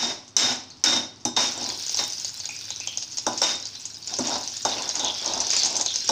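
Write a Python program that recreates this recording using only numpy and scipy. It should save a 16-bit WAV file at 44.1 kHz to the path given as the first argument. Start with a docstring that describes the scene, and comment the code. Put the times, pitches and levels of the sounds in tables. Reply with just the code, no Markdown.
"""Cashews sizzle in a little oil in a metal wok, close by in a small kitchen.
Tiny steam bubbles burst in the oil, and drops of moisture spit: a sharp pop, then a short
pitched fizz of escaping steam. A steel spoon clinks into the pan and scrapes along it.
A few wet whistles of steam sag in pitch. Behind it all are a short echo and a faint hum."""
import sys
import numpy as np
from scipy import signal
from scipy.fft import rfft, irfft, next_fast_len
from scipy.io import wavfile
from scipy.ndimage import map_coordinates

SR = 44100
rng = np.random.default_rng(int(sys.argv[2]) if len(sys.argv) > 2 else 0)


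def wav_record(signal):
    """Record a signal, one row per channel, as 16-bit PCM in the file named by sys.argv[1]."""
    frames = np.transpose(np.atleast_2d(signal))
    bounded = np.clip(frames, -1, 1)
    # unit amplitude maps onto the largest positive 16-bit level
    quanta = np.round(bounded * 32767).astype(np.int16)
    wavfile.write(sys.argv[1], SR, quanta)


N = 269451

# How hard the oil fries, and its finest spray. Each row: time in seconds, level in dB.
SIZZLE_LEVELS = [(0, -53), (1.32, -56), (1.5, -33), (1.8, -33), (2.0, -33), (2.38, -38), (2.85, -38.5),
                 (3.15, -39.5), (3.45, -34.5), (4.04, -44), (4.2, -32), (4.5, -35.5), (4.72, -35),
                 (5.2, -32.5), (5.45, -29), (5.62, -25.5), (5.9, -33.5), (6.11, -27.5)]
MIST_LEVELS = [(0, -99), (1.3, -98.5), (1.43, -71), (1.85, -61), (2.45, -66), (3.1, -71.5), (4.0, -76),
               (4.25, -69), (6.11, -70)]
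# The tone of the fizz and of the crackles. Each row: frequency in Hz, level in dB.
FIZZ_TONE = [(100, -14), (400, -3.5), (800, -14), (1500, -21.5), (2500, -2), (4000, 1.5), (5500, 10),
             (6600, -5.5), (8500, -15), (11000, -17), (15000, -14.5)]
CRACKLE_TONE = [(300, -39), (800, -12), (1500, 13.5), (3000, -1), (5000, 3), (6800, 3.5), (8500, -3),
                (15000, -28)]


def sizzle(stir):
    """Tiny steam bubbles burst in clumps: a fine fizz, pitched crackles and a thin mist on top."""
    fizz = coloured(grains(rate=12000, spread_db=2.5), FIZZ_TONE) * amp(2.5 * wobble(45))
    mist_tone = [(5000, -63), (8500, 3.5), (10500, 1.5), (15500, 8.5)]
    mist = coloured(grains(rate=3900, spread_db=8), mist_tone) * amp(2.1 * wobble(43))
    crackle, t = np.zeros(N), np.arange(SR // 16) / SR
    for when, size, pitch in rng.random((650, 3)):
        hz = 3400 * 1.75 ** pitch
        click = snap(t, 1.3 * hz, life_s=.0004, grit=.15)
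        ping = amp(-14) * snap(t, hz, life_s=.007, grit=.13)
        add(crackle, when * N / SR, amp(-17 * np.sqrt(size)) * (click + ping))
    bubbles = amp(-5) * fizz + amp(-3) * coloured(crackle, CRACKLE_TONE)
    frying = gain_curve(SIZZLE_LEVELS) + amp(-1.5) * stir  # oil swept over hot metal sizzles more
    return frying * bubbles + amp(26) * gain_curve(MIST_LEVELS) * mist


# The loudest spits of the oil. Each row: start in seconds, pop level in dB, fizz pitch in Hz.
LOUD_SPITS = [(.703, -30, 4400), (1.8643, -16.5, 6060), (1.8948, -14, 5670), (1.9445, -11.5, 5250),
              (1.9717, -10, 4510), (2.2469, -13.5, 4540), (2.4013, -18, 4570), (2.4554, -15.5, 4650),
              (2.4901, -18, 2440), (2.5893, -25, 5580), (2.7045, -13.5, 3810), (2.801, -17.5, 2597),
              (2.8736, -11.5, 3210), (2.9734, -10, 5350), (3.025, -19, 5150), (3.1718, -15, 5370),
              (3.1834, -13, 5420), (3.3763, -14, 5430), (3.6546, -19, 4800), (3.7552, -24, 4030),
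              (3.8543, -18, 6700), (4.074, -16, 5410), (4.139, -13.5, 5190), (4.2721, -13.5, 5880),
              (4.4759, -18.5, 5920), (4.8912, -11, 5480), (4.9547, -10.5, 5840), (4.9953, -11.5, 3670),
              (5.0463, -8.5, 3600), (5.26, -11, 5530), (5.3361, -11.5, 5660), (5.4025, -8.5, 5830),
              (5.4678, -12, 5330), (5.5039, -7.5, 4720), (5.5656, -6.5, 5750), (5.6334, -6.5, 5180),
              (5.6583, -7, 6560), (5.7663, -8.5, 6520), (5.8115, -6.5, 6270), (5.8616, -7.5, 4050),
              (5.9586, -9, 5260)]


def spits():
    """A drop pops and ticks the pan, then steam hisses out: big drops sing lower, purer and longer."""
    out, spray, tick = np.zeros((3, N))
    t = np.arange(SR // 5) / SR
    for start, pop_db, hz in list(LOUD_SPITS) + small_spits():
        size = 5000 / hz
        steam_db = 0.77 * pop_db  # hard pops are drier: the steam grows less than the pop
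        pop = snap(t, 6350 * np.exp(0.047 * rng.standard_normal()), life_s=0.00072, grit=0.11)
        pitch = hz * (1 + 0.0307 * rng.standard_normal() * (1 - fade(t, 0.227)))
        jet = steam_hiss(pitch, width_hz=300 / size ** 2) * fade(t, 0.14 * size ** 1.8) / size
        add(out, start, amp(pop_db - 2.5) * pop + amp(steam_db - 17.5) * jet)
        add(spray, start, amp(pop_db - 20.5) * fade(t, .02) + amp(steam_db - 26) * fade(t, 0.11))
        add(tick, start, amp(pop_db - 29) * size * fade(t, 0.057))
    out += spray * coloured(rng.standard_normal(N), FIZZ_TONE)
    return out + tick * resonate(rng.standard_normal(N), PAN_NOTES)


def small_spits(per_second=12, over_sizzle_db=13.5, spread_db=3.5, hz=5440, spread_octaves=0.16):
    """Rows like LOUD_SPITS at random times, louder when the oil fries harder."""
    draws = rng.random((round(per_second * N / SR), 3))
    starts = draws[:, 0] * N / SR
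    size, pitch = np.sqrt(12) * (draws[:, 1:].T - .5)
    pop_db = np.interp(starts, *np.transpose(SIZZLE_LEVELS)) + over_sizzle_db + spread_db * size
    return list(zip(starts, pop_db, hz * 2 ** (spread_octaves * pitch)))


def steam_hiss(pitch, width_hz):
    """Steam rushes through a pocket of oil: a fuzzy whistle that follows the given pitch."""
    noise = rng.standard_normal(len(pitch))
    flutter = filtered(noise, lambda hz: 1 / (1 + 1j * hz / width_hz) / (1 + 1j * hz / (4 * width_hz)))
    return unit(flutter * np.sin(2 * np.pi * np.cumsum(pitch) / SR))


# The ringing notes of the pan's bowl, of spoon and pan together, and of the pan rocking on the stove.
# Each row: pitch in Hz, width in Hz (narrow rings longer), level in dB.
PAN_NOTES = [(480, 150, -9), (610, 23, 0), (667, 14.6, -2.5), (746, 71, -2), (832, 29, 3), (917, 35, -2),
             (1001.7, 14.6, 1), (1100, 250, -13.5), (1508, 140, -13)]
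STEEL_NOTES = [(1465, 50, -11), (2080, 70, -15), (2990, 60, -11), (3691, 14, 8), (3942, 28, -3),
               (4320, 45, -12), (4810, 40, -7), (5177, 28, 0), (5320, 30, -4), (5460, 35, -2),
               (5830, 150, -8), (6530, 45, -6), (7572, 12, -7), (8200, 16, -19)]
STOVE_NOTES = [(123, 21, -9.5), (209, 29, -8), (249.3, 13.7, 3), (319.4, 9.7, 3.5), (379.3, 13.4, -2.5)]
# The tone of the crack as the spoon lands. Each row: frequency in Hz, level in dB.
CRACK_TONE = [(60, -35), (400, -1), (8000, -2), (15000, -5)]
# The spoon lands. Each row: start in seconds, clink level in dB, clink pitch in Hz,
# then the levels in dB of the stove's thud, the pan's clang and the steel's ring.
SPOON_HITS = [(.366, -6.5, 6170, -39, -32.5, -18.5), (.839, -4, 5580, -40, -28.5, -35),
              (1.2516, -9, 5940, -24, -24, -28), (1.369, -20, 5800, -30.5, -19.5, -40),
              (1.990, -14.5, 4210, -45.5, -31, -33), (3.266, -10, 6000, -26, -17, -27.5),
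              (3.417, -7, 5600, -40, -20.5, -25.5), (4.1868, -14.5, 6140, -22, -24, -55),
              (4.6506, -10.5, 6500, -31, -16.5, -26.5), (6.0909, -8, 5400, -30.5, -17, -23.5)]


def spoon_hits():
    """Each landing clinks, sets the steel ringing, clangs the bowl and thuds into the stove."""
    out, t = np.zeros(N), np.arange(SR // 2) / SR
    for start, clink_db, hz, thud_db, clang_db, ring_db in SPOON_HITS:
        # a hard tap favours the high notes; np.gradient tilts the ring that way
        ring = amp(ring_db + 3) * np.gradient(struck(t, STEEL_NOTES, t60=.2))
        clang = amp(clang_db - 4.5) * struck(t, PAN_NOTES, t60=0.19)
        thud = amp(thud_db - 2.5) * struck(t, STOVE_NOTES, t60=0.25)
        clink = amp(clink_db) * snap(t, hz, life_s=.0007, grit=.17)
        bounce = amp(clink_db - 4) * snap(t, hz, life_s=.0007, grit=.17)
        crack = amp(clink_db - 19) * fade(t, 0.13) * coloured(rng.standard_normal(len(t)), CRACK_TONE)
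        add(out, start, clink + ring + clang + thud + crack)
        add(out, start + 0.0024, bounce)
    return out


# The spoon is pushed along the pan.
# Each row: start in seconds, length in seconds, drone level in dB, rasp level in dB.
SPOON_STROKES = [(-.03, 0.14, -35.5, -35.5), (0.383, 0.14, -33, -31), (0.842, 0.13, -31, -30.5),
                 (1.364, 0.089, -33.5, -30), (1.531, 0.18, -38, -52), (1.987, 0.013, -37, -35.5),
                 (3.424, 0.084, -36, -33), (4.088, 0.035, -39, -49.5), (4.238, 0.12, -30, -40.5),
                 (4.649, .21, -35, -40.5), (4.938, .14, -32.5, -45), (5.203, 0.22, -33, -45.5),
                 (5.527, 0.0081, -32.5, -31.5), (5.62, 0.18, -35, -55)]


def stirring(press_s=0.033, bite_s=0.0013):
    """How loud the scraping is: the drone builds as the hand presses; the rasp starts at once."""
    clock = np.arange(N) / SR
    drone, rasp = np.zeros((2, N))
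    for start, length, drone_db, rasp_db in SPOON_STROKES:
        t = np.maximum(clock - start, 0)
        since_lift = np.maximum(t - length, 0)  # both die away once the spoon lifts
        wetting_db = 35.5 * t  # the rasp fades as oil coats the edge
        drone += (1 - np.exp(-t / press_s)) * amp(drone_db - 190 * since_lift)
        rasp += (1 - np.exp(-t / bite_s)) * amp(rasp_db - wetting_db - 200 * since_lift)
    return drone, rasp


# The tone of a scrape's low drone and dry rasp. Each row: frequency in Hz, level in dB.
DRONE_TONE = [(30, -39), (70, -4), (125, -15), (165, -10), (260, 3), (470, -4), (650, 3.5), (950, 3),
              (1250, -11.5), (2500, -102), (8000, -57)]
RASP_TONE = [(40, -45), (300, -4), (1200, -2.5), (2400, -0.5), (4500, -1.5), (5500, 8), (6600, 0),
             (8000, -13), (15000, -15)]
# Nuts and oil cushion the spoon more and more. Each row: time in seconds, ringing level in dB.
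CUSHIONING = [(1.8, -0.5), (3.5, -1), (4.8, -11)]


def scrapes(drone, rasp):
    """The spoon's edge catches on rough metal: the pan drones, and dry steel rasps and sings."""
    slips = grains(rate=2200, spread_db=4.5) * amp(3.04 * wobble(70))
    bare_metal = gain_curve(CUSHIONING)
    bowl = amp(-2.5) * resonate(slips, PAN_NOTES)
    stove = amp(-0.5) * bare_metal * resonate(slips, STOVE_NOTES)
    rub = amp(-2) * coloured(grains(rate=2500, spread_db=4.5), DRONE_TONE)
    song = amp(2) * bare_metal * resonate(slips, STEEL_NOTES) * amp(1.5 * wobble(50))
    grit = coloured(grains(rate=2500, spread_db=1), RASP_TONE)
    return drone * (bowl + stove + rub) + rasp * amp(8) * (song + grit)


# Short, wet, fizzing whistles of steam in the oil.
# Each row: start in seconds, length in seconds, starting pitch in Hz, level in dB.
STEAM_WHISTLES = [(4.706, 0.046, 3890, -36), (4.758, 0.046, 2967, -39.5), (5.01, .04, 3820, -38),
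                  (5.056, 0.0583, 3600, -29.5), (5.156, .16, 3500, -43), (5.277, 0.052, 4040, -36.5),
                  (5.56, 0.079, 4730, -27.5), (5.867, 0.071, 3670, -34.5)]


def steam_whistles(sag=0.088):
    """Steam fizzes out through the oil in short whistles that swell, fade and sag in pitch."""
    out = np.zeros(N)
    for start, length, hz, db in STEAM_WHISTLES:
        progress = np.linspace(0, 1, round(length * SR))
        swell = np.sqrt(4 * progress * (1 - progress))
        add(out, start, amp(db + 3.5) * swell * steam_hiss(hz * (1 - sag * progress), width_hz=130))
    return out


# How long the echo lasts. Each row: frequency in Hz, seconds to fade by 60 dB.
ECHO_TIMES = [(150, 0.6), (1000, 0.43), (5000, 0.47), (12000, 0.12)]


def wall_echo(x):
    """The hard walls answer with a short tail of echo."""
    hz, t, bands = signal.stft(rng.standard_normal(SR // 2), SR, nperseg=256)
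    tail = signal.istft(bands * fade(t, along(ECHO_TIMES, hz)[:, None]), SR, nperseg=256)[1]
    delayed = np.pad(tail / np.linalg.norm(tail), (SR // 250, 0))
    return signal.fftconvolve(x, delayed)[:N]


# The tone of the kitchen's background noise. Each row: frequency in Hz, level in dB.
KITCHEN_TONE = [(20, -2), (45, -15), (75, 5), (120, 7.5), (170, 1), (270, 3.5), (500, -10), (900, -4.5),
                (1600, -15.5), (5000, -18.5), (15000, -32)]


def kitchen():
    """The room's low rush and a faint mains hum."""
    hum = np.sin(2 * np.pi * 100.5 * np.arange(N) / SR) * amp(1.3 * wobble(4.5))
    return amp(-51) * coloured(rng.standard_normal(N), KITCHEN_TONE) + amp(-53) * hum


def amp(db):
    """Turn decibels into a gain to multiply by."""
    return 10 ** (np.asarray(db) / 20)


def gain_curve(levels):
    """Join (seconds, dB) rows into a gain for every sample."""
    return amp(np.interp(np.arange(N) / SR, *np.transpose(levels)))


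def unit(x):
    """Scale x to an average strength (rms) of 1."""
    return x / np.sqrt(np.mean(x ** 2) + 1e-20)


def along(points, hz):
    """Read between (Hz, value) rows on a log frequency scale."""
    freqs, values = np.transpose(points)
    return np.interp(np.log(hz + 1), np.log(freqs + 1), values)


def wobble(rate):
    """A smooth curve through `rate` random points a second."""
    return map_coordinates(rng.standard_normal(int(N * rate / SR) + 4), [np.arange(N) * rate / SR])


def filtered(x, response):
    """Multiply each frequency in x by response(hz)."""
    size = next_fast_len(len(x) + SR // 4)
    return irfft(rfft(x, size) * response(np.fft.rfftfreq(size, 1 / SR)), size)[:len(x)]


def coloured(x, tone):
    """Give x the tone of a (Hz, dB) table, at strength 1."""
    return unit(filtered(x, lambda hz: amp(along(tone, hz))))


def resonate(x, notes):
    """Let x shake metal that rings at the given notes, at strength 1."""
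    def response(f):
        return sum((-1) ** k * amp(db) * 1j * f * width / (hz * hz - f * f + 1j * f * width)
                   for k, (hz, width, db) in enumerate(notes))
    return unit(filtered(x, response))


def struck(t, notes, t60):
    """Metal rings from one blow and a dying chatter, at strength 1 over the first 25 ms."""
    force = rng.standard_normal(len(t)) * fade(t, t60)
    force[0] = 0.72 * np.linalg.norm(force)
    ring = resonate(force, notes)
    return ring / np.sqrt(np.mean(ring[:SR // 40] ** 2))


def grains(rate, spread_db):
    """Random clicks of uneven size, about `rate` a second, at strength 1."""
    clicks = (rng.random(N) < rate / SR) * rng.choice([-1, 1], N)
    return unit(clicks * amp(spread_db * rng.standard_normal(N)))


def snap(t, hz, life_s, grit):
    """A tiny tone that swells until life_s, then dies; grit makes its pitch unsteady."""
    drift = grit * np.cumsum(rng.standard_normal(len(t)))
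    swell = t / life_s * np.exp(1 - t / life_s)
    return swell * np.sin(2 * np.pi * (hz * t + rng.random()) + drift)


def fade(t, t60):
    """Die away by 60 dB every t60 seconds."""
    return np.exp(-np.log(1000) * t / t60)


def add(track, start, sound):
    """Mix a sound into the track at `start` seconds."""
    part = track[max(round(start * SR), 0):][:len(sound)]
    part += sound[:len(part)]


def scene():
    """Oil, spoon and pan in the kitchen."""
    drone, rasp = stirring()
    pan = sizzle(rasp) + spits() + steam_whistles() + spoon_hits() + scrapes(drone, rasp)
    return (pan + amp(-10.5) * wall_echo(pan) + kitchen())[None]


# The microphone's tone. Each row: frequency in Hz, gain in dB.
MICROPHONE_TONE = [(20, -7), (6600, -0.5), (7200, -2.5), (8500, -3), (10000, -13.5), (13800, -19.5),
                   (14800, -15), (15600, -12)]


def record(dry):
    """The microphone dulls the top treble and keeps nothing above its upper limit."""
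    top_hz = 15550
    return filtered(dry[0], lambda hz: amp(along(MICROPHONE_TONE, hz)) * (hz < top_hz))[None]


dry = scene()
out = record(dry)
wav_record(out)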